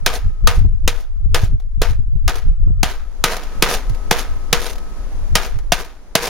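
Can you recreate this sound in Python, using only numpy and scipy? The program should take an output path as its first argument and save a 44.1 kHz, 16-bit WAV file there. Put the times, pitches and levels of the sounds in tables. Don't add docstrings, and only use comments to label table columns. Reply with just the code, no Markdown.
import sys
import numpy as np
from scipy import signal
from scipy.fft import rfft, irfft
from scipy.io import wavfile
from scipy.ndimage import uniform_filter1d

SR = 44100
rng = np.random.default_rng(int(sys.argv[2]) if len(sys.argv) > 2 else 0)


def digitize_waveform(pressure):
    field = np.atleast_2d(pressure).T
    bounded = np.clip(field, -1, 1)
    quanta = np.round(bounded * 32767).astype(np.int16)
    wavfile.write(sys.argv[1], SR, quanta)


N = 277372
TIME = np.arange(N) / SR

# time in seconds, level in dB.
HISS_LEVEL = [(0.025, -61), (0.78, -68.4), (1.73, -72), (2.62, -74.5), (3.15, -59), (3.55, -51),
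              (4.04, -53), (5.25, -53.5), (5.66, -61.5), (6.08, -62)]
# start in seconds, end in seconds, level in dB relative to the hiss curve.
WHINE_SPELLS = [(0.0, 0.507, 6.5), (1.093, 1.355, 0), (2.498, 3.12, 7), (3.45, 5.08, 3.5)]
# time in seconds, rumble level in dB.
BREEZE = [(0, -20.5), (0.35, -17.5), (0.95, -14.5), (1.12, -18.5), (1.4, -14), (1.7, -18.5), (1.9, -14),
          (2.35, -18.5), (2.72, -13.5), (2.95, -22.5), (3.45, -22), (3.95, -19.5), (4.35, -20.5),
          (4.95, -22), (5.15, -18.5), (5.7, -19.5), (6.08, -38), (6.29, -31.5)]
# time in seconds, buffet level in dB, swell of the wind in dB.
GUSTS = [(0.273, -56, -10), (0.577, -25, -11.5), (0.619, -26, -13), (0.649, -17.5, -24), (0.85, -29.5, -16),
         (1.258, -28.5, -14), (1.432, -22, -17), (1.527, -29.5, -11.5), (1.905, -34, -17.5),
         (1.991, -31.5, -25), (2.156, -29, -14), (2.484, -30, -7.5), (2.512, -35.5, -15), (2.63, -34, -13),
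         (2.674, -21.5, -15), (2.702, -22, -17), (3.91, -45, -19), (4.32, -52.5, -20.5),
         (5.568, -43.5, -23)]
# start in seconds, level in dB.
KNOCKS_AND_CHIPS = [(1.599, -34.5), (1.621, -44.5), (2.293, -9), (2.355, -16), (2.382, -23.5),
                    (3.3664, -12), (3.4335, -21), (3.895, -23.5), (3.946, -25.5), (4.125, -6),
                    (4.664, -11.5), (4.696, -17.5), (4.7306, -21), (4.755, -23), (4.781, -24.5),
                    (5.587, -25.5), (5.8465, -24), (6.223, -16)]
# time in seconds, crack level in dB, thud level in dB, knock pitch in Hz,
# knock level in dB, rattle level in dB, time for the rattle to fall 60 dB in seconds,
# splinter shower level in dB, extra length of the shower in seconds.
HAMMER_BLOWS = [(0.0624, -9, -28.5, 1550, -10, -26, 0.42, -30.5, 0.013),
                (0.4731, -10, -35, 1260, -15.5, -24.5, 0.31, -42, 0.027),
                (0.8773, -12, -29, 1180, -32, -31.5, 0.39, -48.5, 0.06),
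                (1.3453, -13.5, -36, 1250, -25, -24, 0.27, -37.5, 0.021),
                (1.8177, -16.5, -56.5, 459, -8.5, -27.5, 0.29, -41.5, 0.0097),
                (2.2787, -18.5, -35, 668, -21, -29, 0.43, -44, 0.024),
                (2.831, -11.5, -24, 880, -21, -26.5, 0.42, -38, 0.0084),
                (3.2399, -7.5, -20, 905, -15, -23.5, 0.62, -30, 0.011),
                (3.624, -5.5, -19, 1290, -23, -21.5, 0.52, -23.5, 0.042),
                (4.111, -9, -16, 864, -7, -24.5, 0.48, -26.5, 0.0038),
                (4.5285, -6.5, -20, 1260, -12, -22, 0.3, -33.5, 0.098),
                (5.354, -4.5, -18, 920, -11, -25, 0.46, -35, 0.025),
                (5.7209, -6.5, -21.5, 682, -4, -26.5, 0.45, -35, 0.004),
                (6.153, -6.5, -21, 637, -7, -28, 1, -27.5, 0.089)]
# pitch in Hz, width in Hz, level in dB.
TRAY_MODES = [(158, 80, 11), (400, 57, 7), (475.2, 29, 13.5), (635, 44, 6), (720, 72, 7), (927, 90, 3),
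              (1231, 60, 5), (1540, 230, -4.5), (2210, 1500, -6), (3520, 69, -3.5)]
# frequency in Hz, level in dB.
HISS_COLOUR = [(40, -12), (130, 4), (300, 2.5), (500, 0), (950, -4), (1100, -5.5), (1700, -10.5),
               (3100, -19), (6400, -19.5), (8500, -23), (11000, -25.5), (15000, -35)]
RUMBLE_COLOUR = [(8, -11), (18, 3), (30, -0.5), (50, -9), (85, -29), (150, -44), (300, -59), (1000, -92)]
TURBULENCE_COLOUR = [(20, -5.5), (55, 6), (95, 6), (160, -13), (300, -33), (700, -49), (2000, -80)]
BUFFET_COLOUR = [(15, -7.5), (60, 6.5), (130, -4), (250, -17.5), (600, -41), (1500, -55), (5000, -92.5)]
SPLINTER_COLOUR = [(100, -18), (300, 0.5), (700, 0.5), (2000, -4), (6000, -2), (9000, -8), (12000, -7.5),
                   (15000, -15)]
RATTLE_COLOUR = [(60, -17), (150, -12.5), (300, -6.5), (700, -3), (1500, 0.5), (3000, -7), (6000, -9.5),
                 (9000, -17.5), (15000, -22)]
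CRACK_COLOUR = [(100, -21.5), (300, -1), (700, -4), (1500, -2.5), (3000, -3), (6000, -1), (9000, -6),
                (15000, -11.5)]
CLATTER_COLOUR = [(150, -12.5), (400, -19), (700, -7), (1500, -4.5), (3000, -1.5), (6000, -6.5),
                  (9000, -10.5), (15000, -22.5)]
THUD_COLOUR = [(40, -14), (100, -2.5), (180, 1), (290, -2), (450, -7.5), (700, -9.5), (1100, -16.5),
               (3000, -51.5)]
# frequency in Hz, level of the sides against the middle in dB.
STEREO_WIDTH = [(60, -7.5), (200, -21), (400, -16.5), (900, -18), (1400, -12), (2500, -8), (5000, -6),
                (9000, -4.5), (15000, -4.5)]

WHINE_HZ, WHINE_FADE_S = 1278, 0.055
GUST_S = 0.022
SWING_DB, SWING_LEAD_S, SWING_S = 5, 0.02, 0.025
FLIGHT_S, THICKEN_S, THIN_OUT_T60_S = 0.05, 0.029, 0.14
CRACK_T60_S = 0.011
NOTCH_HZ, CUTOFF_HZ = 7900, 15900


def from_db(db):
    return 10 ** (np.asarray(db) / 20)


def rms_one(x):
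    return x / np.sqrt(np.mean(x ** 2) + 1e-20)


def in_time(rows):
    return np.interp(TIME, *np.transpose(rows))


def gains(points, size):
    hz, level_db = np.transpose(points)
    bin_hz = np.fft.rfftfreq(size, 1 / SR)
    return from_db(np.interp(np.log(bin_hz + 1), np.log(hz), level_db))


def colour(x, points, size=16384, keep_power=True):
    cepstrum = irfft(np.log(gains(points, size)))
    cepstrum[1:size // 2] *= 2
    cepstrum[size // 2 + 1:] = 0
    response = irfft(np.exp(rfft(cepstrum)))
    if keep_power:
        response = response / np.linalg.norm(response)
    return signal.oaconvolve(x, response)[:N]


def grains(per_s, spread_db):
    sizes = from_db(spread_db * np.minimum(rng.exponential(1, N), 4))
    signs = rng.choice([-1, 1], N)
    happens = rng.random(N) < per_s / SR
    return rms_one(sizes * signs * happens)


def clumps(depth_db):
    wander = colour(rng.standard_normal(N), [(60, 0), (150, -12), (600, -50)])
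    return rms_one(from_db(depth_db * wander))


def burst(start, rise, hold, t60):
    out = np.zeros(N)
    first = int(start * SR)
    age = TIME[:min(SR, N - first)]
    decay = from_db(-60 * np.maximum(age - hold, 0) / t60)
    out[first:first + len(age)] = np.minimum(age / rise, 1) * decay
    return out


def pulses(events):
    out = np.zeros(N)
    for s, level_db in events:
        out[int(s * SR)] = from_db(level_db)
    return out


def swell(middle, spread):
    return np.exp(-((TIME - middle) / spread) ** 2 / 2)


def stereo(force, spectrum, wide_db):
    mid = colour(force, spectrum)
    scattered = colour(force * rng.choice([-1, 1], N), spectrum)
    side = from_db(wide_db) * colour(scattered, STEREO_WIDTH, keep_power=False)
    return np.array([mid + side, mid - side])


def resonance(x, hz, width_hz):
    r = np.exp(-np.pi * width_hz / SR)
    feedback = [1, -2 * r * np.cos(2 * np.pi * hz / SR), r * r]
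    return (1 - r * r) / 2 * signal.lfilter([1, 0, -1], feedback, x + 1e-18)


def tray(x, ring_db):
    ringing = sum(from_db(level_db + ring_db) * resonance(x, hz, width_hz)
                  for hz, width_hz, level_db in TRAY_MODES)
    return x + ringing


def outdoor_hiss():
    return from_db(in_time(HISS_LEVEL) + 11) * stereo(rng.standard_normal(N), HISS_COLOUR, wide_db=7)


def whine():
    spells = 0
    for start, end, level_db in WHINE_SPELLS:
        fade = np.clip(np.minimum(TIME - start, end - TIME) / WHINE_FADE_S, 0, 1)
        spells = spells + from_db(level_db) * fade
    waver = colour(rng.standard_normal(N), [(5, 0), (30, -12), (200, -60)])
    pitch_hz = WHINE_HZ + 2.0 * waver
    tone = np.sin(2 * np.pi * np.cumsum(pitch_hz) / SR)
    return from_db(in_time(HISS_LEVEL) + 1.5) * spells * tone * from_db([[2.1], [-2.5]])


def wind_strength(uneven_db):
    strokes_db = SWING_DB * sum(swell(s - SWING_LEAD_S, SWING_S) for s, *_ in HAMMER_BLOWS)
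    wander = colour(rng.standard_normal(N), [(6, 0), (15, -12), (100, -60), (1000, -130)])
    breeze = from_db(in_time(BREEZE) + strokes_db + uneven_db * wander)
    gusts = sum(from_db(level_db) * swell(s, GUST_S) for s, _, level_db in GUSTS)
    return 20 * np.log10(breeze + gusts)


def eddies(spectrum, shared):
    common, left, right = (colour(rng.standard_normal(N), spectrum) for _ in range(3))
    pressure = np.sqrt(shared) * common + np.sqrt(1 - shared) * np.array([left, right])
    power = uniform_filter1d(np.mean(pressure ** 2, axis=0), size=3000)
    return pressure / np.sqrt(power + 0.087)


def buffets():
    flutter = sum(from_db(level_db) * burst(s - 0.012, rise=0.019, hold=0.011, t60=0.08)
                  for s, level_db, _ in GUSTS)
    shoves = pulses((s + 0.0026, level_db) for s, level_db, _ in GUSTS)
    push = from_db(34.5) * shoves + from_db(8.0) * flutter * rng.standard_normal(N)
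    return colour(push, BUFFET_COLOUR)


def wind(strong_db, steepness, full_gust_db):
    gust_db = wind_strength(uneven_db=2.0)
    rumble = from_db(gust_db - 0.54) * eddies(RUMBLE_COLOUR, shared=0.015)
    small_db = strong_db + steepness * np.minimum(gust_db - full_gust_db, 0)
    turbulence = from_db(small_db) * eddies(TURBULENCE_COLOUR, shared=0.11)
    return (rumble + turbulence + buffets()) * from_db([[1.5], [-2.2]])


def tinkle(falling, per_s, width_hz, count):
    out = 0
    for hz, pan_db in zip(np.geomspace(1500, 11000, count), rng.normal(0, 4.5, count)):
        rings = resonance(falling * grains(per_s=per_s, spread_db=1.5), hz, width_hz)
        out = out + rings * from_db([[pan_db], [-pan_db]])
    return out


def splinters():
    falling = sum(from_db(level_db) * burst(s + FLIGHT_S, THICKEN_S, THICKEN_S + length, THIN_OUT_T60_S)
                  for s, *_, level_db, length in HAMMER_BLOWS)
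    single_hits = sum(from_db(level_db) * burst(s, rise=0.00078, hold=0.0025, t60=0.045)
                      for s, level_db in KNOCKS_AND_CHIPS)
    contacts = grains(per_s=2200, spread_db=3.0) * clumps(depth_db=0.2)
    patter = from_db(-0.5) * falling * contacts
    knocks_and_chips = from_db(-15.5) * single_hits * rng.standard_normal(N)
    landings = tray(stereo(patter + knocks_and_chips, SPLINTER_COLOUR, wide_db=1.0), ring_db=-0.5)
    return landings + from_db(1) * tinkle(falling, per_s=11, width_hz=90, count=28)


def rattle(settle_s):
    shaking = sum(from_db(level_db) * burst(s, settle_s, settle_s, t60)
                  for s, *_, level_db, t60, _, _ in HAMMER_BLOWS)
    contacts = grains(per_s=1800, spread_db=-3.0)
    return tray(stereo(shaking * contacts, RATTLE_COLOUR, wide_db=3.0), ring_db=-2.0)


def hammer(bite_s, crush_s, clatter_t60, knock_t60):
    crack = clatter = knock = 0
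    for s, crack_db, _, knock_hz, knock_db, *_ in HAMMER_BLOWS:
        crack = crack + from_db(crack_db) * burst(s - bite_s, bite_s, crush_s, CRACK_T60_S)
        clatter = clatter + from_db(0.69 * crack_db) * burst(s, bite_s, crush_s, clatter_t60)
        tone = np.sin(2 * np.pi * knock_hz * (TIME - s))
        knock = knock + from_db(knock_db) * burst(s, bite_s, crush_s, knock_t60) * tone
    fractures = from_db(1.0) * crack * grains(per_s=16000, spread_db=-1.0)
    pieces = from_db(-9) * clatter * grains(per_s=4000, spread_db=1.0)
    cracks = stereo(fractures, CRACK_COLOUR, wide_db=-2.0)
    clatters = stereo(pieces, CLATTER_COLOUR, wide_db=-8)
    thumps = pulses((s + crush_s, thud_db) for s, _, thud_db, *_ in HAMMER_BLOWS)
    thuds = from_db(21) * colour(thumps, THUD_COLOUR)
    return tray(cracks + clatters + thuds, ring_db=-5) + from_db(-1.5) * knock


def scene():
    background = outdoor_hiss() + whine()
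    breeze = wind(strong_db=-17.5, steepness=3.08, full_gust_db=-10.5)
    debris = splinters() + rattle(settle_s=0.0034)
    blows = hammer(bite_s=0.00086, crush_s=0.00331, clatter_t60=0.097, knock_t60=0.02)
    return background + breeze + debris + blows


def record(dry):
    notched = signal.lfilter(*signal.iirnotch(NOTCH_HZ, 9, fs=SR), dry)
    clipped = np.clip(notched, -1, 1)
    top_cut = signal.ellip(10, 0.1, 70, CUTOFF_HZ, fs=SR, output="sos")
    return signal.sosfilt(top_cut, clipped)


dry = scene()
out = record(dry)
digitize_waveform(out)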